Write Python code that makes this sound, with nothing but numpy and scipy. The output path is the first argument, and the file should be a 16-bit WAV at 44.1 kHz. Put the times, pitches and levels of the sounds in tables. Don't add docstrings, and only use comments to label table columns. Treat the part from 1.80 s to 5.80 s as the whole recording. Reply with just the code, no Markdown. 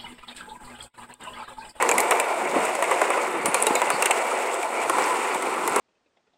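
import sys
import numpy as np
from scipy import signal
from scipy.fft import rfft, irfft
from scipy.io import wavfile
from scipy.ndimage import uniform_filter1d

SR = 44100
rng = np.random.default_rng(int(sys.argv[2]) if len(sys.argv) > 2 else 0)


def materialize(psi):
    bounded = np.clip(np.atleast_2d(psi).T, -1, 1)
    quanta = np.round(bounded * 32767).astype(np.int16)
    wavfile.write(sys.argv[1], SR, quanta)


N = 176400
TIME_S = np.arange(N) / SR
HIT_TIME_S = np.arange(SR // 4) / SR
ATTACK_S = 0.0014


def undb(db):
    return 10 ** (np.asarray(db) / 20)


def unit(x):
    return x / np.sqrt(np.mean(x ** 2))


def curve(points, column=1):
    points = np.array(points)
    return undb(np.interp(TIME_S, points[:, 0], points[:, column]))


def wander(rate_hz):
    knots = rng.standard_normal(1024)
    return np.interp(TIME_S * rate_hz, np.arange(len(knots)), knots)


def add(out, start_s, sound):
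    i = int(start_s * SR)
    out[i:i + len(sound)] += sound[:N - i]


BAND_EDGES_HZ = [30, 1550, 3400, 20000]
def colour(x, spectrum, band=None, size=4096):
    hz, db = np.array(spectrum, float).T
    f = np.maximum(np.arange(size // 2 + 1) * SR / size, 1)
    gain = undb(np.interp(np.log(f), np.log(hz), db))
    if band is not None:
        low_hz, high_hz = BAND_EDGES_HZ[band:band + 2]
        gain = gain / np.sqrt((1 + (low_hz / f) ** 16) * (1 + (f / high_hz) ** 16)) + 1e-5
    cepstrum = irfft(np.log(gain))
    cepstrum[1:size // 2] *= 2
    cepstrum[size // 2 + 1:] = 0
    impulse_response = irfft(np.exp(rfft(cepstrum)))
    return signal.fftconvolve(x, impulse_response)[:len(x)]


def resonance(hz, half_width_hz):
    f = np.maximum(np.fft.rfftfreq(N, 1 / SR), 1)
    detuning = (f - hz ** 2 / f) / (2 * half_width_hz)
    return unit(irfft(rfft(rng.standard_normal(N)) / (1 + 1j * detuning) ** 2, N))


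def ringing(modes, wander_db=4):
    return sum(resonance(hz, half_width_hz) * undb(db + wander_db * wander(rate_hz=14))
               for hz, half_width_hz, db in modes)


def blow(envelope, spectrum, db, band=None, knock=0):
    force = envelope * rng.standard_normal(len(envelope))
    force[int(ATTACK_S * SR)] += knock * np.sqrt(np.sum(envelope ** 2))
    sound = colour(force, spectrum, band)
    peak_rms = np.sqrt(uniform_filter1d(sound ** 2, int(0.01 * SR)).max())
    return sound * undb(db) / peak_rms


# (frequency [Hz], gain [dB])
GRIT_SPECTRUM = [(500, -1), (3000, 4), (5500, -3.5), (8300, 6.5), (11500, -3), (16000, -12)]
def grit(grains_per_s=170, level_db=-48, spread_db=5, decay_s=0.0017):
    out, t = np.zeros(N), np.arange(SR // 50) / SR
    for _ in range(int(grains_per_s * N / SR)):
        pitches_hz = rng.uniform(3300, 13900, size=(3, 1))
        strength = undb(spread_db * min(rng.exponential(), 2))
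        tones = np.sin(2 * np.pi * pitches_hz * t).sum(axis=0)
        add(out, rng.random() * N / SR, strength * np.exp(-t / decay_s) * tones)
    return unit(colour(out, GRIT_SPECTRUM)) * undb(level_db)


# (start [s], length [s], frequency [Hz], level [dB])
FLANGE_SCRAPES = [(1.676, 0.019, 8600, -35), (2.105, 0.076, 4530, -41), (3.5, 0.037, 4800, -47)]
def flange_scrapes():
    out = np.zeros(N)
    for start_s, length_s, hz, db in FLANGE_SCRAPES:
        swell = np.sin(np.pi * np.clip((TIME_S - start_s) / length_s, 0, 1))
        out += resonance(hz, half_width_hz=0.08 * hz) * undb(db) * swell
    return out


# (frequency [Hz], gain [dB])
BASS_SPECTRUM = [(25, -38), (60, -38), (90, -21), (125, -14), (200, -3), (280, 0.5), (360, 5.5),
                 (450, -12.5), (1000, -80.5), (8000, -100)]
# (time [s], level [dB])
BASS_LEVELS = [(0, -52), (.12, -40), (.28, -49), (.48, -58), (.62, -39), (.8, -39), (.97, -46.5),
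               (1.12, -43.5), (1.38, -49), (1.62, -38.5), (1.8, -45), (2.1, -45), (2.4, -52), (2.92, -55),
               (3.08, -40.5), (3.25, -42.5), (3.5, -51.5), (4, -34.5)]
def bass():
    return unit(colour(rng.standard_normal(N), BASS_SPECTRUM)) * curve(BASS_LEVELS)


# (frequency [Hz], half-width [Hz], relative level [dB])
BODY_MODES = [(499, 28, 0.5), (562.3, 31, 4), (691.4, 73, 9.5)]
# (time [s], level [dB])
BODY_LEVELS = [(0, -30.5), (.6, -31), (.95, -31), (1.2, -28), (1.55, -35.5), (1.95, -31), (2.4, -33),
               (2.9, -33), (4, -51)]
def hollow_body():
    return unit(ringing(BODY_MODES)) * curve(BODY_LEVELS)


# (frequency [Hz], gain [dB])
TICK_SPECTRUM = [(200, -59), (2000, -7), (6000, -23), (8500, 6.5), (10200, 2), (12000, -23), (16000, -25)]
# (start [s], level [dB], pitch [ratio])
METAL_TICKS = [(0.141, -34, 1.16), (1.803, -29, 0.99), (1.8204, -31, 0.93), (1.8249, -15, 1.06),
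               (1.8258, -23, .97), (1.835, -27, 0.99), (1.884, -42, 1), (2.414, -39, 0.88),
               (2.472, -46, 1.4), (2.718, -47, .9), (3.2412, -33.5, 0.62), (3.2637, -40, 1.2),
               (3.341, -41, 1), (3.897, -33, 1), (3.924, -36, 0.89)]
def loose_metal(decay_s=0.0007):
    out = np.zeros(N)
    envelope = np.exp(-HIT_TIME_S / decay_s)
    for start_s, db, pitch in METAL_TICKS:
        add(out, start_s, blow(envelope, np.array(TICK_SPECTRUM) * [pitch, 1], db))
    return out


# (frequency [Hz], gain [dB])
THUMP_SPECTRUM = [(25, -65), (55, -59), (100, -27), (200, -1.5), (320, 9), (600, 8), (1200, 1.5),
                  (3000, -77), (16000, -100)]
# (start [s], level [dB], pitch [ratio], swell [s])
CAR_THUMPS = [(0.129, -36, 0.64, .018), (.732, -21, 1.05, 0.013), (0.755, -19.5, 0.89, 0.0072),
              (0.774, -34, 0.5, 0.0081), (1.53, -28, 0.8, 0.016), (1.636, -35, 0.52, 0.0086),
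              (1.666, -31, 0.57, 0.0095), (1.905, -18.5, .9, 0.0017), (2.13, -33, 0.53, .01),
              (3.185, -26, 1.4, 0.0031), (3.551, -29, 0.87, .005)]
def rocking_car():
    out, t = np.zeros(N), HIT_TIME_S
    for start_s, db, pitch, swell_s in CAR_THUMPS:
        envelope = t / swell_s * np.exp(-t / swell_s)
        add(out, start_s, blow(envelope, np.array(THUMP_SPECTRUM) * [pitch, 1], db))
    return out


# (frequency [Hz], gain [dB])
ROLL_SPECTRUM = [(30, -54), (70, -45), (120, -46), (180, -28.5), (240, -13.5), (300, -9), (390, 0.5),
                 (500, 3.5), (610, -3.5), (730, 1.5), (940, 3), (1200, -2.5), (1420, -3), (1620, -7),
                 (2000, -2), (2300, -4), (2780, -6.5), (3200, -18.5), (4000, -27), (5200, -27.5),
                 (6100, -28.5), (7100, -22.5), (8200, -19), (9200, -23), (10400, -31.5), (13000, -39.5),
                 (16000, -40)]
# (time [s], body rumble [dB], frame rattle [dB], wheel hiss [dB])
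ROLL_LEVELS = [(0, -20.5, -28, -34.5), (.15, -21, -33.5, -36), (.45, -23, -30, -37), (.68, -25, -33, -37),
               (.82, -21, -28.5, -33), (.97, -28, -33.5, -37.5), (1.15, -22.5, -28.5, -34),
               (1.38, -21.5, -30.5, -36), (1.6, -26, -31.5, -41.5), (1.78, -23, -29, -36),
               (1.95, -22, -31.5, -35), (2.18, -23, -31, -35), (2.35, -23.5, -30, -35),
               (2.6, -24.5, -32, -36.5), (3.05, -25, -34, -36), (3.22, -20.5, -29, -32.5),
               (3.58, -24, -31, -37), (4, -21.5, -31, -34)]
# (bump spread [dB], flutter [dB], level offset [dB])
BAND_ROUGHNESS = [(2.5, 0.6, -5), (2, 2, -4), (-1, 1.66, -4)]
# (frequency [Hz], half-width [Hz], level re base rumble [dB])
WHEEL_FRAME_MODES = [(241, 16.6, -29.5), (369.5, 37, -19), (872, 49, -14.5), (1004, 39, -14),
                     (1144, 72, -19.5), (1333, 54, -22), (1450, 31, -24), (1980, 190, -22),
                     (2280, 120, -20.5), (3643, 99, -35), (4286, 310, -34), (8150, 330, -28.5),
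                     (9460, 160, -34), (11000, 280, -40), (13400, 150, -55)]
def rolling(bumps_per_s=12000):
    out = np.zeros(N)
    shake_db = 1.35 * wander(rate_hz=23.77)
    for band, (spread_db, flutter_db, offset_db) in enumerate(BAND_ROUGHNESS):
        sizes = undb(spread_db * np.minimum(rng.exponential(size=N), 5))
        bumps = (rng.random(N) < bumps_per_s / SR) * rng.standard_normal(N) * sizes
        noise = unit(colour(bumps, ROLL_SPECTRUM, band))
        gain = undb(offset_db + shake_db + flutter_db * wander(rate_hz=45))
        out += noise * gain * curve(ROLL_LEVELS, column=band + 1)
    return out + ringing(WHEEL_FRAME_MODES) * curve(ROLL_LEVELS)


# (start [s], frequency [Hz], level [dB], t60 [s])
WHEEL_NOTES = [(.204, 13540, -45, .3), (.31, 13540, -45, .42), (0.311, 5600, -32.5, 0.095),
               (1.66, 9600, -26, 0.21), (1.746, 9490, -29, 0.11), (1.746, 4200, -31, .075),
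               (1.869, 13600, -44, .2), (1.867, 3830, -16, 0.037), (1.869, 2780, -14, 0.027),
               (1.876, 860, -15, 0.071), (1.955, 15000, -44, .3), (1.957, 2500, -15, 0.028),
               (1.955, 3670, -33, 0.18), (1.953, 4000, -15, 0.024), (1.97, 4030, -36, 0.16),
               (1.955, 4900, -42, .25), (2.222, 2755, -15, 0.023), (2.31, 3100, -19, 0.022),
               (2.31, 3030, -18, 0.04), (2.31, 1300, -24, .06)]
def wheel_rings(rise_s=0.0021, split_hz=18, twin_db=-17.5):
    out, t = np.zeros(N), HIT_TIME_S
    for start_s, hz, db, t60_s in WHEEL_NOTES:
        note = np.sin(2 * np.pi * hz * t)
        twin = undb(twin_db) * np.sin(2 * np.pi * ((hz + split_hz) * t + rng.random()))
        envelope = (1 - np.exp(-t / rise_s)) * undb(-60 * t / t60_s)
        add(out, start_s, undb(db) * envelope * (note + twin))
    return out


# (frequency [Hz], gain [dB])
CLACK_SPECTRUM = [(80, -75), (200, -28.5), (420, -3), (750, -6.5), (1020, -3), (1600, -10.5), (2100, -3.5),
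                  (2750, -7.5), (3250, -15), (3900, -11), (5200, -13.5), (6300, -9.5), (7800, -2),
                  (9800, -7.5), (12000, -14.5), (15500, -22)]
# (decay [s], tail level [dB], tail decay [s], resonance height [dB], half-width [octaves])
CLACK_RESPONSE = [(0.0079, -25, 0.0062, 7, 0.073), (0.0053, -18, .012, 10.5, 0.053),
                  (0.0016, -12.5, 0.013, 8, 0.1)]
# (body [s], frame [s], steel [s])
KNOCK_LIMIT_S = [0.0012, 0.00049, 0.0012]
# (start [s], contact [s], body, frame, steel level [dB], same three resonances [Hz])
JOINT_HITS = [(.024, 0.0015, -18, -26.5, -23.5, 1030, 2260, 8700),
              (.0898, 0.0027, -20, -21, -19, 1065, 2620, 6650),
              (.113, 0.0017, -20, -21, -18, 790, 2300, 7400),
              (.1803, 0.0014, -26, -19, -17.5, 490, 2010, 10600),
              (.196, 0.0016, -23, -28, -33, 462, 2207, 8500),
              (.2026, 0.0012, -29, -32, -19, 441, 1787, 10500),
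              (.3083, 0.0026, -17.5, -19.5, -20, 746, 2240, 9700),
              (.3175, 0.0022, -16.5, -23.5, -39, 725, 2540, 8500),
              (.398, 0.0025, -24, -21.5, -19.5, 1020, 2460, 8400),
              (.8514, 0.0027, -27, -49, -30, 505, 1636, 8500),
              (.951, .002, -23, -30, -31.5, 790, 2100, 8300),
              (1.023, 0.0025, -18.5, -24.5, -28, 960, 1890, 8900),
              (1.040, 0.0017, -29, -26.5, -31, 800, 2100, 8300),
              (1.1103, 0.0059, -18, -28, -29.5, 524, 2034, 8400),
              (1.2145, 0.0039, -14, -26.5, -27.5, 780, 2100, 6250),
              (1.3027, 0.0015, -18, -25.5, -27, 890, 2240, 8500),
              (1.6568, 0.0039, -21.5, -26.5, -20, 710, 2153, 8200),
              (1.7432, 0.0023, -20, -23.5, -17, 530, 2440, 9000),
              (1.8668, 0.0019, -17.5, -25.5, -17.5, 440, 2760, 10400),
              (1.9522, 0.0035, -22, -25.5, -21, 605, 2200, 6840),
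              (2.0166, 0.00095, -16, -23.5, -27.5, 970, 2024, 7500),
              (2.1017, 0.0016, -17.5, -24, -22, 970, 1750, 9200),
              (2.2224, 0.0027, -19.5, -22.5, -19, 1300, 2740, 8300),
              (2.2563, 0.0045, -28, -21, -18, 398, 2040, 9000),
              (2.2975, 0.0024, -20.5, -48, -36, 840, 1808, 8500),
              (2.3082, .004, -18.5, -18.5, -19, 725, 2750, 8150),
              (2.512, 0.0067, -23.5, -46, -52, 979, 2250, 8500),
              (2.7412, .003, -32, -34, -30.5, 785, 2077, 8300),
              (2.828, 0.0031, -45, -29, -33, 656, 2282, 8400),
              (3.0952, 0.0047, -17.5, -27, -25, 1040, 1750, 9600),
              (3.1828, 0.00085, -16, -34, -33.5, 516, 1948, 8500),
              (3.2218, 0.00074, -20.5, -32, -34, 920, 2330, 8500),
              (3.5455, .002, -30, -34, -32.5, 872, 1819, 8600),
              (3.6225, .003, -34, -32, -32, 726, 2099, 8600),
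              (3.8758, 0.0022, -22.5, -28.5, -24.5, 915, 2060, 11000),
              (3.9597, 0.0039, -17, -34, -22, 1130, 2130, 9600)]
def rail_joints():
    out, t = np.zeros(N), HIT_TIME_S
    hz = np.geomspace(40, SR / 2, 512)
    clack_hz, clack_db = np.array(CLACK_SPECTRUM).T
    base_db = np.interp(np.log(hz), np.log(clack_hz), clack_db)
    for start_s, contact_s, *per_band in JOINT_HITS:
        levels_db, resonances_hz = per_band[:3], per_band[3:]
        for band, (decay_s, tail_db, tail_s, height_db, half_width_oct) in enumerate(CLACK_RESPONSE):
            detuning = np.log2(hz / resonances_hz[band]) / half_width_oct
            spectrum = np.c_[hz, base_db + height_db / (1 + detuning ** 2)]
            crash = np.exp(-np.maximum(t - contact_s, 0) / decay_s)
            tail = undb(tail_db) * np.exp(-t / tail_s)
            envelope = np.minimum(t / ATTACK_S, 1) * (crash + tail)
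            knock = KNOCK_LIMIT_S[band] / contact_s
            add(out, start_s, blow(envelope, spectrum, levels_db[band], band, knock))
    return out


def scene():
    background = grit() + flange_scrapes() + bass() + hollow_body() + loose_metal() + rocking_car()
    return (background + rolling() + wheel_rings() + rail_joints())[None]


def record(dry, ceiling=0.95, cutoff_hz=15750):
    lowpass = signal.ellip(10, 0.2, 80, cutoff_hz, fs=SR, output="sos")
    return signal.sosfilt(lowpass, ceiling * np.tanh(dry / ceiling))


dry = scene()
out = record(dry)
materialize(out)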